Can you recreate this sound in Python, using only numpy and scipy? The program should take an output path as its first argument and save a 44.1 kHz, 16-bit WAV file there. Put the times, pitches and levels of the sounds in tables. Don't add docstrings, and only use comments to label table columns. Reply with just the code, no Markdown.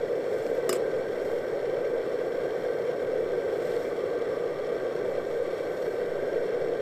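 import sys
import numpy as np
from scipy import signal
from scipy.fft import rfft, irfft, next_fast_len
from scipy.io import wavfile
from scipy.ndimage import map_coordinates

SR = 44100
rng = np.random.default_rng(int(sys.argv[2]) if len(sys.argv) > 2 else 0)


def materialize(psi):
    bounded = np.clip(np.atleast_2d(psi).T, -1, 1)
    quanta = np.round(bounded * 32767).astype(np.int16)
    wavfile.write(sys.argv[1], SR, quanta)


def natural_amplitude(level_db):
    exponent = np.asarray(level_db, float) / 20
    return 10 ** exponent


N = 300321


def rms_one(x):
    return x / np.sqrt(np.mean(x ** 2) + 1e-20)


def drift(rate_hz):
    pole = np.exp(-2 * np.pi * rate_hz / SR)
    slow = signal.lfilter([1], [1, -2 * pole, pole * pole], rng.standard_normal(N + SR))
    return rms_one(slow[SR:])


def coloured(spectrum, cavities=()):
    size = next_fast_len(N)
    hz = np.arange(size // 2 + 1) * SR / size + 1
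    table = np.array(spectrum)
    shape_db = np.interp(np.log(hz), np.log(table[:, 0]), table[:, 1])
    for centre_hz, width_hz, db in cavities:
        shape_db = shape_db + db / (1 + (2 * (hz - centre_hz) / width_hz) ** 2)
    shaped = rfft(rng.standard_normal(size)) * natural_amplitude(shape_db)
    return rms_one(irfft(shaped, size)[:N])


def band_noise(centre_hz, half_width_hz):
    edges_hz = [centre_hz - half_width_hz, centre_hz + half_width_hz]
    band = signal.butter(2, edges_hz, "band", fs=SR, output="sos")
    return rms_one(signal.sosfilt(band, rng.standard_normal(N)))


def swells(rest_db, rows):
    t = np.arange(N) / SR
    power = natural_amplitude(rest_db) ** 2
    for centre_s, length_s, db in rows:
        power = power + natural_amplitude(db) ** 2 * np.exp(-8 * ((t - centre_s) / length_s) ** 2)
    return np.sqrt(power)


def ring(clicks, hz, t60_s):
    r = natural_amplitude(-60 / (t60_s * SR))
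    w = 2 * np.pi * hz / SR
    return signal.lfilter([0, np.sin(w)], [1, -2 * r * np.cos(w), r * r], clicks + 1e-18)


# time_s, level_db
FUEL_FLOW = [(0, -0.5), (.7, 0.6), (2, 0), (2.9, -.5), (3.5, .3), (4.6, -0.5), (5.05, .5), (5.4, -1.1),
             (5.8, 0), (6.81, 0.2)]


def fuel_flow_db():
    time_s, level_db = np.transpose(FUEL_FLOW)
    return np.interp(np.arange(N) / SR, time_s, level_db)


# frequency_hz, density_db (per Hz)
FLAME_SPECTRUM = [(7.1, -40), (12, -32), (19, -38), (38, -37), (149, -17.5), (214, -15.5), (293, -15),
                  (481, 3), (844, -23.5), (1160, -28.5), (1420, -24.5), (1550, -19.5), (1700, -27),
                  (1980, -30), (2600, -39), (3380, -67), (5720, -120)]
# centre_hz, width_hz, level_db
SCREEN_CAVITIES = [(460, 120, -0.5), (374, 30, 1.5), (212.3, 32.5, -9), (1482, 163, -5.5), (1568, 140, 5),
                   (1670, 55, -19), (1936, 99, 3.5), (2303, 33, 9.5), (2500, 130, -12)]


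def roar(flow_db):
    level_db = -28.5 + flow_db + 0.1 * drift(5.7)
    return natural_amplitude(level_db) * coloured(FLAME_SPECTRUM, SCREEN_CAVITIES)


# centre_s, length_s, level_db
LEANS = [
    (2.3, 1.4, -56),
    (4.4, 2, -51.5),
    (5.55, .6, -54),
]


def throat():
    return swells(-56.5, LEANS) * natural_amplitude(.8 * drift(19)) * band_noise(1165, 60)


# centre_s, length_s, level_db
HOOT_SWELLS = [(.5, 0.51, -51), (1.25, .5, -52), (2.65, 0.83, -50.5), (3.85, 0.44, -54), (4.3, .5, -57),
               (4.95, 0.32, -53), (6.2, 1.2, -51.5)]


def hoot():
    return swells(-63, HOOT_SWELLS) * natural_amplitude(0.97 * drift(12)) * band_noise(1559, 49)


def off_the_cook(x):
    delay_s = .003 + .00008 * drift(0.47)
    echo = map_coordinates(x, [np.arange(N) - delay_s * SR], order=3, mode="wrap")
    return x + natural_amplitude(-13) * echo


# frequency_hz, density_db (per Hz)
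JET_SPECTRUM = [(1060, -31.5), (1800, -0.5), (2230, 1), (2510, -11.5), (3230, -4.5), (4750, -19),
                (5480, -11.5), (6220, -18), (15400, -36.5)]
# centre_hz, width_hz, level_db
CUP_CAVITIES = [(2500, 84, -2), (2670, 100, 2), (2960, 140, -8), (3170, 390, 2), (4350, 250, 9.5),
                (4810, 190, -2), (5645, 620, 5), (5810, 110, -10.5), (6160, 350, -12), (6640, 130, 11),
                (6755, 160, -16), (10000, 300, -9), (10330, 230, 8), (12300, 790, 0)]
# centre_s, length_s, level_db (added to rest)
JET_FLARES = [
    (2.9, 0.13, -3),
    (3.75, 0.36, -2.5),
    (5.55, 0.27, -3),
]


def jet(flow_db):
    flutter_db = 0.6 * drift(22) + 1.73 * drift(135)
    level_db = -52.5 + 0.17 * flow_db + flutter_db
    hiss = off_the_cook(coloured(JET_SPECTRUM, CUP_CAVITIES))
    return natural_amplitude(level_db) * swells(0, JET_FLARES) * hiss


def stove():
    flow_db = fuel_flow_db()
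    return roar(flow_db) + throat() + hoot() + jet(flow_db)


# centre_s, length_s, level_db
WHINE_SWELLS = [
    (2.55, 1.2, -77),
    (6.35, .4, -77),
]


def whine():
    return swells(-85, WHINE_SWELLS) * band_noise(12350, 220)


# centre_s, length_s, level_db
GUSTS = [(1.15, .4, -45), (1.7, .9, -49.5), (2.4, .5, -54), (4.6, 0.62, -47), (5.3, 0.47, -46),
         (6.1, .4, -45), (6.5, 0.45, -45)]


def breeze():
    return swells(-57.5, GUSTS) * drift(3)


# frequency_hz, density_db (per Hz)
WEAVE_SPECTRUM = [(3500, -12), (5000, -4), (6300, -8), (8200, -2), (9000, -13), (10000, -16), (11500, -32)]
# frequency_hz, density_db (per Hz)
SHEEN_SPECTRUM = [(8500, -25), (10200, -9.5), (12200, 2), (13500, -4), (15400, -6)]
# centre_s, length_s, weave_db, sheen_over_weave_db
SLEEVE_STROKES = [
    (.42, .45, -61.5, -4),
    (1.298, .4, -64.5, -2),
    (2.5, .4, -76, -3),
    (3.72, 0.47, -61, -4),
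    (5.35, 0.68, -71, -4),
    (5.85, .45, -65.5, -1),
]


def jacket():
    weave_rows = [(s, length, db) for s, length, db, _ in SLEEVE_STROKES]
    sheen_rows = [(s, length, db + over_db) for s, length, db, over_db in SLEEVE_STROKES]
    weave = swells(-66.5, weave_rows) * coloured(WEAVE_SPECTRUM)
    sheen = swells(-71, sheen_rows) * coloured(SHEEN_SPECTRUM)
    grains = natural_amplitude(0.5 * drift(300) + 0.9 * drift(25))
    return grains * (weave + sheen)


# start_s, peak_db, pitch_hz, t60_s
TICK_EVENTS = [
    (.425, -50, 7200, .03),
    (0.4654, -34, 2500, .004),
    (.467, -35, 5000, .003),
    (.548, -50, 14300, .008),
    (2.3336, -49, 3280, .01),
    (4.784, -44, 3190, .01),
    (3.77, -55, 13000, .008),
    (5.27, -52, 7200, .02),
]


def ticks():
    out = np.zeros(N)
    click = np.eye(1, SR // 10)[0]
    for start_s, peak_db, pitch_hz, t60_s in TICK_EVENTS:
        spot = out[round(start_s * SR):][:len(click)]
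        spot += natural_amplitude(peak_db) * ring(click, pitch_hz, t60_s)[:len(spot)]
    return out


def struck(modes, rise_s):
    starts = (rise_s * SR * rng.uniform(.4, 1.5, len(modes))).astype(int)
    out = np.zeros(SR // 5)
    for k, ((hz, db, t60_s), at) in enumerate(zip(modes, starts)):
        click = np.eye(1, SR // 5, at)[0]
        out += (-1) ** k * natural_amplitude(db) * ring(click, hz, t60_s)
    return out


# start_s, crunch_peak_db, ring_db, clack_db, thump_db, rise_s
LANDINGS = [
    (0.6908, -21, -36.5, -24, -22, .0025),
    (0.7256, -22.5, -48, -26, -27, 0.0036),
    (0.7608, -42, -60, -47, -36, .002),
]
# frequency_hz, density_db (per Hz)
CRUST_SPECTRUM = [(300, -14), (900, 6), (2000, 0), (4200, -8), (7500, -12), (9800, -10.5), (13000, -10),
                  (15000, -14), (15900, -50)]
# pitch_hz, level_db, t60_s
RING_MODES = [(2903, -3, .15), (3800, -9, .06), (4745, -6, .09), (4971, 0, .17), (5207, -1, .2),
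              (5440, -9, .05), (6027, -4, .09), (6750, -11, .08), (6965, -4, .09), (7335, -6, .08),
              (7455, -8, .07), (8450, -6, .06), (9330, -8, .06), (10900, -10, .06), (11700, -11, .06),
              (12400, -7, .06), (13500, -10, .06)]
# pitch_hz, level_db, t60_s
CLACK_MODES = [(1900, -17, .015), (2360, -17, 0.014), (3700, -11.5, 0.021), (5270, -12, 0.019),
               (7200, -7, 0.04), (7940, -2.5, 0.016), (8300, -1, 0.014), (9300, -11, 0.017),
               (10900, -19, .02), (12800, -16, .015), (13500, -8, .012)]
# pitch_hz, level_db, t60_s
BOWL_MODES = [(370, 1.5, 0.18), (257, -11.5, 0.068), (650, -8, 0.077), (1176, 1, 0.016), (1310, -10, 0.054)]


def lid():
    out = np.zeros(N)
    crust = coloured(CRUST_SPECTRUM)
    t = np.arange(SR // 5) / SR
    ends_s = [row[0] for row in LANDINGS[1:]] + [LANDINGS[-1][0] + .02]
    soft = signal.butter(2, [130, 1800], "band", fs=SR, output="sos")
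    for (start_s, crunch_db, ring_db, clack_db, thump_db, rise_s), end_s in zip(LANDINGS, ends_s):
        at = round(start_s * SR)
        push = t / rise_s * np.exp(1 - t / rise_s)
        tail = 0.48 * np.minimum(t / rise_s, 1) * natural_amplitude(-60 * t / 0.14)
        crunch = natural_amplitude(crunch_db - 10.5) * crust[at:at + len(t)] * (push ** 3.6 + tail)
        ringing = natural_amplitude(ring_db) * struck(RING_MODES, rise_s)
        thump = natural_amplitude(thump_db) * signal.sosfilt(soft, struck(BOWL_MODES, 1.61 * rise_s))
        clack = natural_amplitude(clack_db) * struck(CLACK_MODES, rise_s)
        damping = natural_amplitude(-60 * np.maximum(t - (end_s - start_s), 0) / 0.07)
        out[at:at + len(t)] += crunch + (ringing + thump) * damping + clack
    return out


# frequency_hz, density_db (per Hz)
SKID_SPECTRUM = [(1500, -7), (2700, 2), (4000, -4), (6000, -17), (7600, 4), (8600, -1), (9500, -19),
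                 (12500, -14), (14500, -26)]


def skid():
    start_s, peak_s, end_s = .732, .76, .775
    rise_db_per_s, fall_db_per_s = 200, 500
    t = np.arange(N) / SR
    late = t - peak_s
    level_db = -46.5 + np.where(late < 0, rise_db_per_s * late, -fall_db_per_s * late)
    outside_s = np.maximum(t - end_s, 0) + np.maximum(start_s - t, 0)
    level_db = level_db - 3000 * outside_s
    return natural_amplitude(level_db + 3.5 * drift(200)) * coloured(SKID_SPECTRUM)


def scene():
    top = signal.ellip(12, .5, 60, 15300, fs=SR, output="sos")
    steady = signal.sosfilt(top, stove() + jacket())
    return (steady + whine() + breeze() + ticks() + lid() + skid())[None]


def roll_off(x):
    return signal.sosfilt(signal.butter(12, 15650, fs=SR, output="sos"), x)


def record(dry):
    return roll_off(dry)


dry = scene()
out = record(dry)
materialize(out)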